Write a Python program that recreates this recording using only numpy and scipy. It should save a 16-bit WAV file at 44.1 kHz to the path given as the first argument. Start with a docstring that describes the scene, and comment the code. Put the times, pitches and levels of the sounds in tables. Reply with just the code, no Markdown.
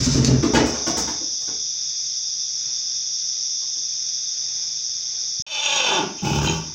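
"""Pony in a wooden barn at night

A dense chorus of crickets, made of stroke trains and noise through wing resonances, rasps over a faint night bed.
A pony drags its front hooves off the stall boards, lands and steps about in the straw: contact bursts ring
panel, planks and hoof. After a soft bump and a short cut in the sound the chorus fades in again, quieter. The pony
gives a hoarse, falling squeal and a low fluttering snort: rough pulse trains and hiss through airway resonances."""
import sys
import numpy as np
from scipy import signal
from scipy.fft import rfft, irfft
from scipy.io import wavfile
from scipy.ndimage import uniform_filter1d, map_coordinates

SR = 44100
rng = np.random.default_rng(int(sys.argv[2]) if len(sys.argv) > 2 else 0)


def dump_mix(stems):
    """Bounce the given channels to the path in sys.argv[1] as a 16-bit WAV at rate SR."""
    frames = np.atleast_2d(stems).T  # one column per channel
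    limited = np.clip(frames, -1, 1)  # hard clip at full scale
    pcm = np.round(limited * 32767).astype(np.int16)
    wavfile.write(sys.argv[1], SR, pcm)


N = 297234
T = np.arange(N) / SR
DROPOUT_START_S, DROPOUT_END_S = 5.423, 5.465

# resonances of the stall panel: (frequency [Hz], width [Hz], relative level [dB])
PANEL = [(68.7, 29.6, -1), (97.4, 46, -3.5), (132.4, 17.3, 3.5), (174, 51, -6.5), (199.4, 13, -5),
         (248, 21, -7.5), (309, 27, -14)]


def amp(db):
    """Decibels to gain."""
    return 10 ** (np.asarray(db) / 20)


def rms_one(x):
    """Scale to unit power."""
    return x / np.sqrt(np.mean(x ** 2) + 1e-20)


def in_time(rows):
    """Each column of a curve after its time column, sample by sample."""
    s, *columns = np.transpose(rows)
    return [np.interp(T, s, c) for c in columns]


def at_hz(points, hz):
    """Read a table on a log-frequency axis."""
    f, value = np.transpose(points)
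    return np.interp(np.log(np.maximum(hz, 1)), np.log(f), value)


def drift(rate):
    """Random wander of unit power, gliding in straight lines to a new value rate times a second."""
    knots = rng.standard_normal(8192)
    return rms_one(np.interp(T * rate, np.arange(len(knots)), knots))


def colour(x, spectrum):
    """Causal (minimum-phase) filter with the given spectrum, built by folding its cepstrum."""
    size = 8192
    log_gain = np.log(amp(at_hz(spectrum, np.fft.rfftfreq(size, 1 / SR))))
    cepstrum = irfft(log_gain)
    cepstrum[1:size // 2] *= 2
    cepstrum[size // 2 + 1:] = 0
    return signal.fftconvolve(x, irfft(np.exp(rfft(cepstrum))))[:N]


def resonate(x, modes, order=1):
    """Parallel resonances; order 2 passes each section twice for steeper skirts."""
    out = 0
    for k, (hz, width, db) in enumerate(modes):
        r = np.exp(-np.pi * width / SR)
        section = [(1 - r * r) / 2, 0, (r * r - 1) / 2, 1, -2 * r * np.cos(2 * np.pi * hz / SR), r * r]
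        sign = (-1) ** (k * order)
        # the tiny offset keeps the filter state out of denormal numbers
        out = out + sign * amp(db) * signal.sosfilt([section] * order, x + 1e-18)
    return out


def pulses(rate, rough):
    """One sharp pulse a cycle, mixed with a puff of noise in each cycle; about unit power."""
    cycles = np.cumsum(rate) / SR
    samples_off = (cycles % 1 - .5) * SR / rate
    sharp = np.sinc(samples_off / 2) * np.exp(-(samples_off / 10) ** 2) * np.sqrt(SR / rate) / 2
    puffs = rms_one(rng.standard_normal(N) * np.sin(np.pi * cycles) ** 4)
    rough = np.clip(rough, 0, 1)
    return np.sqrt(1 - rough) * sharp + np.sqrt(rough) * puffs


def barn(x, wet_db):
    """Direct sound plus dense reflections off the boards, the treble dying first; echo of unit energy."""
    # decay time of the barn: (frequency [Hz], time to fall 60 dB [s])
    decay_times = [(100, 0.47), (400, 0.43), (1500, 0.45), (5000, 0.3), (14000, 0.18)]
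    t, tail = T[:SR], 0
    edges = np.geomspace(40, 18000, 10)
    for low, high in zip(edges, edges[1:]):
        bandpass = signal.butter(2, [low, high], "band", fs=SR, output="sos")
        band = signal.sosfilt(bandpass, rng.standard_normal(SR))
        t60 = at_hz(decay_times, np.sqrt(low * high))
        tail = tail + band * np.exp(-np.log(1000) * t / t60) / np.sqrt(t60)
    echo = amp(wet_db) * tail / np.linalg.norm(tail)
    echo[0] += 1   # direct sound
    return signal.oaconvolve(x, echo / np.linalg.norm(echo))[:N]


def envelope(start_s, attack_s, hold_s, release_db_per_s):
    """A straight rise, a hold and an exponential release, as a gain."""
    rise = np.clip((T - start_s) / attack_s, 0, 1)
    return rise * amp(-release_db_per_s * np.maximum(T - start_s - attack_s - hold_s, 0))


def swells(rows):
    """Brief bell-shaped swells (time [s], level [dB], width [s]), as a gain."""
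    return sum(amp(db) * np.exp(-((T - s) / width) ** 2) for s, db, width in rows)


def microphone_hiss():
    """Steady coloured noise of the microphone."""
    # spectrum: (frequency [Hz], relative level [dB])
    hiss_colour = [(3000, -4.5), (10500, 1), (12500, -17.5), (15500, -4.5)]
    return amp(-66) * rms_one(colour(rng.standard_normal(N), hiss_colour))


def far_night():
    """Far background: coloured noise whose level wavers a little, spread by the barn."""
    # spectrum: (frequency [Hz], relative density [dB per Hz])
    night_colour = [(24, -37), (40, -8), (125, -2), (248, -12.5), (331, -8.5), (376, -14), (426, -8),
                    (520, -17), (878, -10.5), (979, -15.5), (2210, -10.5), (2460, -5), (3000, -20),
                    (3900, -36), (6600, -120)]
    noise = rms_one(colour(rng.standard_normal(N), night_colour))
    return barn(amp(-55 + 1.7 * drift(7.9)) * noise, wet_db=-0.5)


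def crickets(wander=.0025, jitter=.005, crowd_db=-3.0):
    """Near insects drive their wing resonance with rapid strokes; far ones of each kind merge into a hiss."""
    # slow swell of the chorus, ahead of the fade below: (time [s], level [dB])
    chorus_swell = [(0, -27.5), (.8, -25.5), (1.3, -27), (2.9, -26), (5.4, -27)]
    # kinds: (wing strokes [per s], wing pitch [Hz], width of one filter pass [Hz], relative level [dB],
    # scratchiness [0-1])
    kinds = [(125, 5753, 880, -4, 0.01), (165.2, 6230, 680, -10, 0), (172.6, 5316, 610, -6, 0.07),
             (113.9, 4846, 770, -10.5, 0.4), (146.5, 3570, 485, -14, 0.94)]
    # colour of the whole chorus: (frequency [Hz], gain [dB])
    chorus_colour = [(2400, -3.5), (2900, -6), (3550, -0.5), (4120, -8), (4800, 1), (6650, 2), (6900, -7.5),
                     (7400, -9.5), (8000, -24.5), (10000, -15), (13000, -9)]
    after_db, fade_in_s = -7.5, 0.54   # from the cut in the sound on: a fade-in to a lower level

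    chorus = 0
    for rate, hz, width, db, scratch in kinds:
        unsteady_rate = rate * (1 + wander * drift(1.2) + jitter * drift(90))
        near = rms_one(barn(pulses(unsteady_rate, scratch), wet_db=4.5))
        singers = near + amp(crowd_db) * rng.standard_normal(N)
        chorus = chorus + amp(db) * rms_one(resonate(singers, [(hz, width, 0)], order=2))
    fade_in = amp(after_db) * np.clip((T - DROPOUT_START_S) / fade_in_s, 0, 1)
    presence = np.where(T < DROPOUT_START_S, 1, fade_in)
    return amp(in_time(chorus_swell)[0]) * presence * colour(chorus, chorus_colour)


def bump(at_s=5.4, hz=113, level_db=-27, width_s=0.0028):
    """A soft, dull bump on the microphone: a sine under a short bell."""
    t = T - at_s
    return amp(level_db) * np.exp(-(t / width_s) ** 2) * np.sin(2 * np.pi * hz * t)


def contacts(rows, grit, swell=1):
    """Each contact (time [s], level [dB], decay constant [s]) is a push, then a crunch that swells and dies."""
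    out, t = np.zeros(N + SR), T[:SR // 2]
    for s, db, length in rows:
        crunch = rng.standard_normal(len(t)) * (t / length) ** abs(swell) * np.exp(-t / length)
        burst = grit * crunch / np.linalg.norm(crunch)
        burst[0] += 1   # the push
        at = max(round(s * SR), 0)
        out[at:at + len(t)] += amp(db) * burst / np.linalg.norm(burst)
    return out[:N]


def struck(force, body, table):
    """Pass contacts through a body, so that 0 dB is unit power over a twentieth of a second."""
    impulse_energy_root = np.linalg.norm(body(signal.unit_impulse(N), table))
    return body(force, table) * np.sqrt(SR / 20) / impulse_energy_root


def wood(force, modes, soft_hz=1100):
    """Soft timber takes the edge off the force before it rings."""
    lowpass = signal.butter(2, soft_hz, fs=SR, output="sos")
    return resonate(signal.sosfilt(lowpass, force + 1e-18), modes)


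def blows(s, boom_db, knock_db, clop_db, crack_db):
    """Blows shake the whole panel, ring planks and hoof, and crack at the contact."""
    # planks, then the hollow hoof: (frequency [Hz], width [Hz], relative level [dB])
    planks = [(221.5, 60, -3), (330, 83, -1), (427, 37, -1), (498, 114, -9), (630, 69, -26.5)]
    hollow_hoof = [(653, 117, 2.5), (870, 177, 0), (1156, 220, -6.5)]
    # crack at the contact: (frequency [Hz], relative level [dB])
    crack_colour = [(400, -26), (900, 7.5), (1500, 6.5), (2400, 4), (4000, 1), (6500, 0.5), (9000, -25.5),
                    (15000, -73)]
    boom_s, knock_s, clop_s, crack_s = 0.045, 0.0097, 0.0087, 0.0082   # decay constants of the forces

    boom = struck(contacts(np.broadcast(s, boom_db, boom_s), grit=0.73, swell=0), wood, PANEL)
    knock = struck(contacts(np.broadcast(s, knock_db, knock_s), grit=0.88, swell=0), wood, planks)
    clop = struck(contacts(np.broadcast(s, clop_db, clop_s), grit=0.99, swell=0), wood, hollow_hoof)
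    crack = struck(contacts(np.broadcast(s, crack_db, crack_s), grit=8.1, swell=0.29), colour, crack_colour)
    return barn(boom, wet_db=3.5) + barn(knock + clop + crack, wet_db=9.5)


def steps():
    """The pony lands and steps about; a harder contact clops and cracks more, and straw crunches underfoot."""
    # footfalls: (time [s], knock level [dB], contact hardness [dB], crushed straw level [dB])
    footfalls = [(.427, -16.5, -3, -42), (.535, -11.5, -7.5, -31), (0.548, -19.5, 12, -49),
                 (.566, -18, 2, -55), (.607, -19.5, -15, -60), (.656, -29, 1, -32.5), (.741, -37, 8.5, -49),
                 (.866, -27, 2.5, -37), (.968, -26.5, -5, -28.5), (1.074, -36, 5.5, -44),
                 (1.203, -43.5, -8, -73), (1.407, -63, 11, -50.5), (1.477, -40.5, 0, -70),
                 (3.614, -61.5, 11, -73), (3.759, -60, 0, -79)]
    # straw: (frequency [Hz], relative level [dB])
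    straw_colour = [(800, 10.5), (3000, -4.5), (7000, 9.5), (10000, -7.5), (13000, -15), (15500, -5)]
    boom_growth = 0.12     # extra boom per dB of weight: light steps hardly shake the panel
    clop_follows = 0.57    # share of the hardness that goes into the clop
    crunch_s = 0.014       # decay constant of one crunch

    s, db, hard, straw_db = np.transpose(footfalls)
    crunches = contacts(np.broadcast(s, straw_db, crunch_s), grit=60, swell=0.62)
    straw = struck(crunches, colour, straw_colour)
    boom_db = db - 2 + boom_growth * db
    clop_db = db - 5.5 + clop_follows * hard
    crack_db = db - 7 + hard
    return blows(s, boom_db, db, clop_db, crack_db) + barn(straw, wet_db=3.0)


def drag():
    """The front hooves catch, slip and scrape off the top board; each slip makes the panel boom."""
    # catches and slips: (time [s], boom level [dB])
    slips = [(.002, -19.5), (.066, -11.5), (.145, -11.5), (.172, -9.5), (0.219, -14), (.275, -9),
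             (.303, -12.5), (.331, -11)]
    # scraping over the board edge: (time [s], level [dB], decay constant [s])
    scrapes = [(.002, -26.5, 0.058), (.03, -22.5, 0.083), (.11, -23, 0.1), (.246, -21, 0.0024),
               (.27, -27.5, 0.008)]
    # scrape: (frequency [Hz], relative level [dB])
    scrape_colour = [(1000, -13), (3200, -11), (4600, -0.5), (6300, 1.5), (7600, -11), (9500, -26),
                     (13000, -38.5), (15500, -29)]
    hardens_db_per_s = 27   # the hoof's rim nears the edge: more knock and clop

    s, db = np.transpose(slips)
    hard = db + hardens_db_per_s * s
    scrape = struck(contacts(scrapes, grit=17, swell=.1), colour, scrape_colour)
    hits = blows(s, boom_db=db, knock_db=hard - 17, clop_db=hard - 30, crack_db=db - 22)
    return hits + barn(scrape, wet_db=0.5)


def groan(hz=129.7, waver=0.017, rough=.05):
    """The rubbing hoof makes the board groan: an almost even train of tiny slips, close to a panel resonance."""
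    # groans: (time [s], level [dB], width [s])
    groan_swells = [(.02, -19, 0.014), (.175, -16.5, 0.046), (.335, -9, 0.055)]
    rubbing = pulses(hz * (1 + waver * drift(24.5)), rough)
    return swells(groan_swells) * rms_one(barn(wood(rubbing, PANEL), wet_db=-18))


def call(pitch, rough, tightness, airway, gains, jitter, waver, rasp_db, doubling, wobble):
    """Unsteady, rough pulses excite three groups of wobbling resonances, each levelled to its own gain."""
    pitch = pitch * (1 + jitter * drift(300) + waver * drift(40))
    strong_weak = 1 + doubling * np.sin(np.pi * np.cumsum(pitch) / SR)   # alternate pulses: half-pitch lines
    source = pulses(pitch, rough) * strong_weak * amp(rasp_db * drift(130))
    clock = np.cumsum(tightness * (1 + wobble * drift(25)))   # a tighter airway rings on a faster clock
    source = np.interp(np.arange(clock[-1]), clock, source)
    out = 0
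    for modes, gain in zip(airway, gains):
        ringing = map_coordinates(resonate(source, modes, order=2), [clock], order=3)
        running_level = np.sqrt(uniform_filter1d(ringing ** 2, size=1800) + 1e-12)
        out = out + gain * ringing / running_level
    return out


def nostril_air(flicker_db=2.7):
    """Turbulent, flickering hiss at the pony's nostrils."""
    # hiss with the nose's dips: (frequency [Hz], relative level [dB])
    air_colour = [(900, -15), (1550, -12.5), (2000, -43), (2600, -1), (3500, 7), (4050, -3), (5000, 10.5),
                  (8000, -5), (10000, -22.5), (13500, -18), (15300, -11)]
    return amp(flicker_db * drift(90)) * rms_one(colour(rng.standard_normal(N), air_colour))


def snort():
    """Flapping nostrils slow down and roughen; rushing air brings in the high resonances of the nose."""
    # nose, low to high, before the tightness: (frequency [Hz], width of one filter pass [Hz], relative level [dB])
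    nose_low = [(85.6, 67, 0), (142, 36, 1.5), (205, 55, -4.5), (308, 84, -6)]
    nose_mid = [(555, 110, -5), (883, 98, 2.5), (1150, 75, -3.5), (1474, 160, -9.5)]
    nose_high = [(2427, 65, 1), (2680, 260, 0), (3080, 99, 2), (3760, 450, -9.5), (5100, 790, -21),
                 (6570, 240, -3.5)]
    # a puff in the nose before the snort, a squeak within it: (time [s], level [dB], width [s])
    puff_and_squeak = [(6.195, -35, 0.013), (6.482, -23.5, 0.02)]
    start_s, settle_s = 6.218, .045
    first_hz, settled_hz = 175.1, 73.87   # the nostrils flap fast at first, then settle
    settled_rough = 0.46   # the first flaps are clean
    mid_blown = 0.45       # share of the middle resonances that the rush of air drives

    settled = 1 - np.exp(-(np.maximum(T - start_s, 0) / settle_s) ** 2)
    rate = first_hz + (settled_hz - first_hz) * settled
    flap = envelope(start_s, attack_s=0.018, hold_s=0.26, release_db_per_s=150)
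    blow = envelope(6.22, attack_s=0.03, hold_s=0.24, release_db_per_s=140)
    both = flap + mid_blown * (blow - flap)
    gains = amp(-21.5) * flap, amp(-28.5) * both, amp(-32.5) * blow + swells(puff_and_squeak)
    flutter = call(rate, settled_rough * settled, 0.99, (nose_low, nose_mid, nose_high), gains,
                   jitter=.08, waver=.07, rasp_db=3.5, doubling=0.23, wobble=0.024)
    return flutter + amp(-35) * blow * nostril_air()


def squeal():
    """A hoarse, surging squeal; as its pitch collapses it sinks from the shrill resonances into the chest."""
    # the voice sinks, then collapses: (time [s], pitch [Hz], roughness [0-1])
    voice_curve = [(5.46, 630.4, 0.42), (5.66, 570.6, 0.48), (5.75, 525.7, 0.34), (5.86, 479.5, 0.2),
                   (5.91, 401, 0.42), (5.98, 364.7, 0.46), (6.01, 284.5, 0.3), (6.05, 176, 0.26),
                   (6.1, 145.6, .5)]
    # airway at the taut pitch: (frequency [Hz], width of one filter pass [Hz], relative level [dB])
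    chest_modes = [(191, 196, -2.5), (314, 124, 2)]
    mouth_modes = [(566, 165, -2), (856, 120, 3), (1096, 130, -3.5), (1440, 58, -3.5), (1630, 55, -8.5)]
    shrill_modes = [(2406, 90, -2), (2630, 230, 1), (3124, 400, 0), (3460, 300, -0.5), (4675, 410, -8),
                    (5590, 180, -1.5), (6350, 460, -6.5)]
    # chest, mouth and shrill groups: (level when taut [dB], change when slack [dB])
    registers = [(-42, 21.5), (-27, 7), (-20.5, -4.5)]
    # the voice breaks into a grunt in the chest: (time [s], level [dB], width [s])
    grunts = [(6.003, -24.5, 0.011), (6.04, -29, 0.019)]
    taut_hz, slack_hz = 520, 280   # pitch of the taut and of the slack voice
    airway_follows = 0.041         # exponent by which the resonances sink with the pitch
    surge_at_s, surge_every_s, surge_db = 5.775, 0.114, 1   # pushed out in even surges

    pitch, rough = in_time(voice_curve)
    surge = amp(surge_db * np.cos(2 * np.pi * (T - surge_at_s) / surge_every_s))
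    effort = envelope(5.431, attack_s=0.3, hold_s=0.24, release_db_per_s=212) * surge
    slack = np.minimum((taut_hz - pitch) / (taut_hz - slack_hz), 1)
    chest, mouth, shrill = [effort * amp(db + change_db * slack) for db, change_db in registers]
    gains = chest + swells(grunts), mouth, shrill
    tightness = (pitch / taut_hz) ** airway_follows
    voice = call(pitch, rough, tightness, (chest_modes, mouth_modes, shrill_modes), gains,
                 jitter=.025, waver=.025, rasp_db=3.4, doubling=.55, wobble=.022)
    return voice + amp(-43) * effort * nostril_air()


def scene():
    """Everything reaches one microphone, the same in both channels."""
    surroundings = crickets() + far_night() + microphone_hiss()
    pony = drag() + groan() + steps() + barn(squeal() + snort(), wet_db=-1.0)
    return np.tile(surroundings + pony + bump(), (2, 1))


def gain_control(x, threshold_db=-19, slope=0.49, release_db=45):
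    """Loud sound turns the gain down at once; the held excess level then falls by release_db a second."""
    level = 10 * np.log10(np.maximum(uniform_filter1d(x[0] ** 2, size=700), 1e-12))
    excess = np.maximum(level - threshold_db, 0)
    held = np.maximum.accumulate(excess + release_db * T) - release_db * T
    return x * amp(-slope * uniform_filter1d(held, size=200))


def record(dry, bass_cut_hz=40, cutoff_hz=15750):
    """A thin-bassed microphone, gain control, a brief dropout, and the top cut off."""
    highpass = signal.butter(1, bass_cut_hz, "high", fs=SR, output="sos")
    heard = signal.sosfilt(highpass, dry)
    outside_s = np.maximum(DROPOUT_START_S - T, T - DROPOUT_END_S)
    live = np.clip(outside_s / .002, 0, 1)   # 2 ms fades on either side
    lowpass = signal.ellip(10, .1, 80, cutoff_hz, fs=SR, output="sos")
    return signal.sosfilt(lowpass, gain_control(heard) * live)


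dry = scene()
out = record(dry)
dump_mix(out)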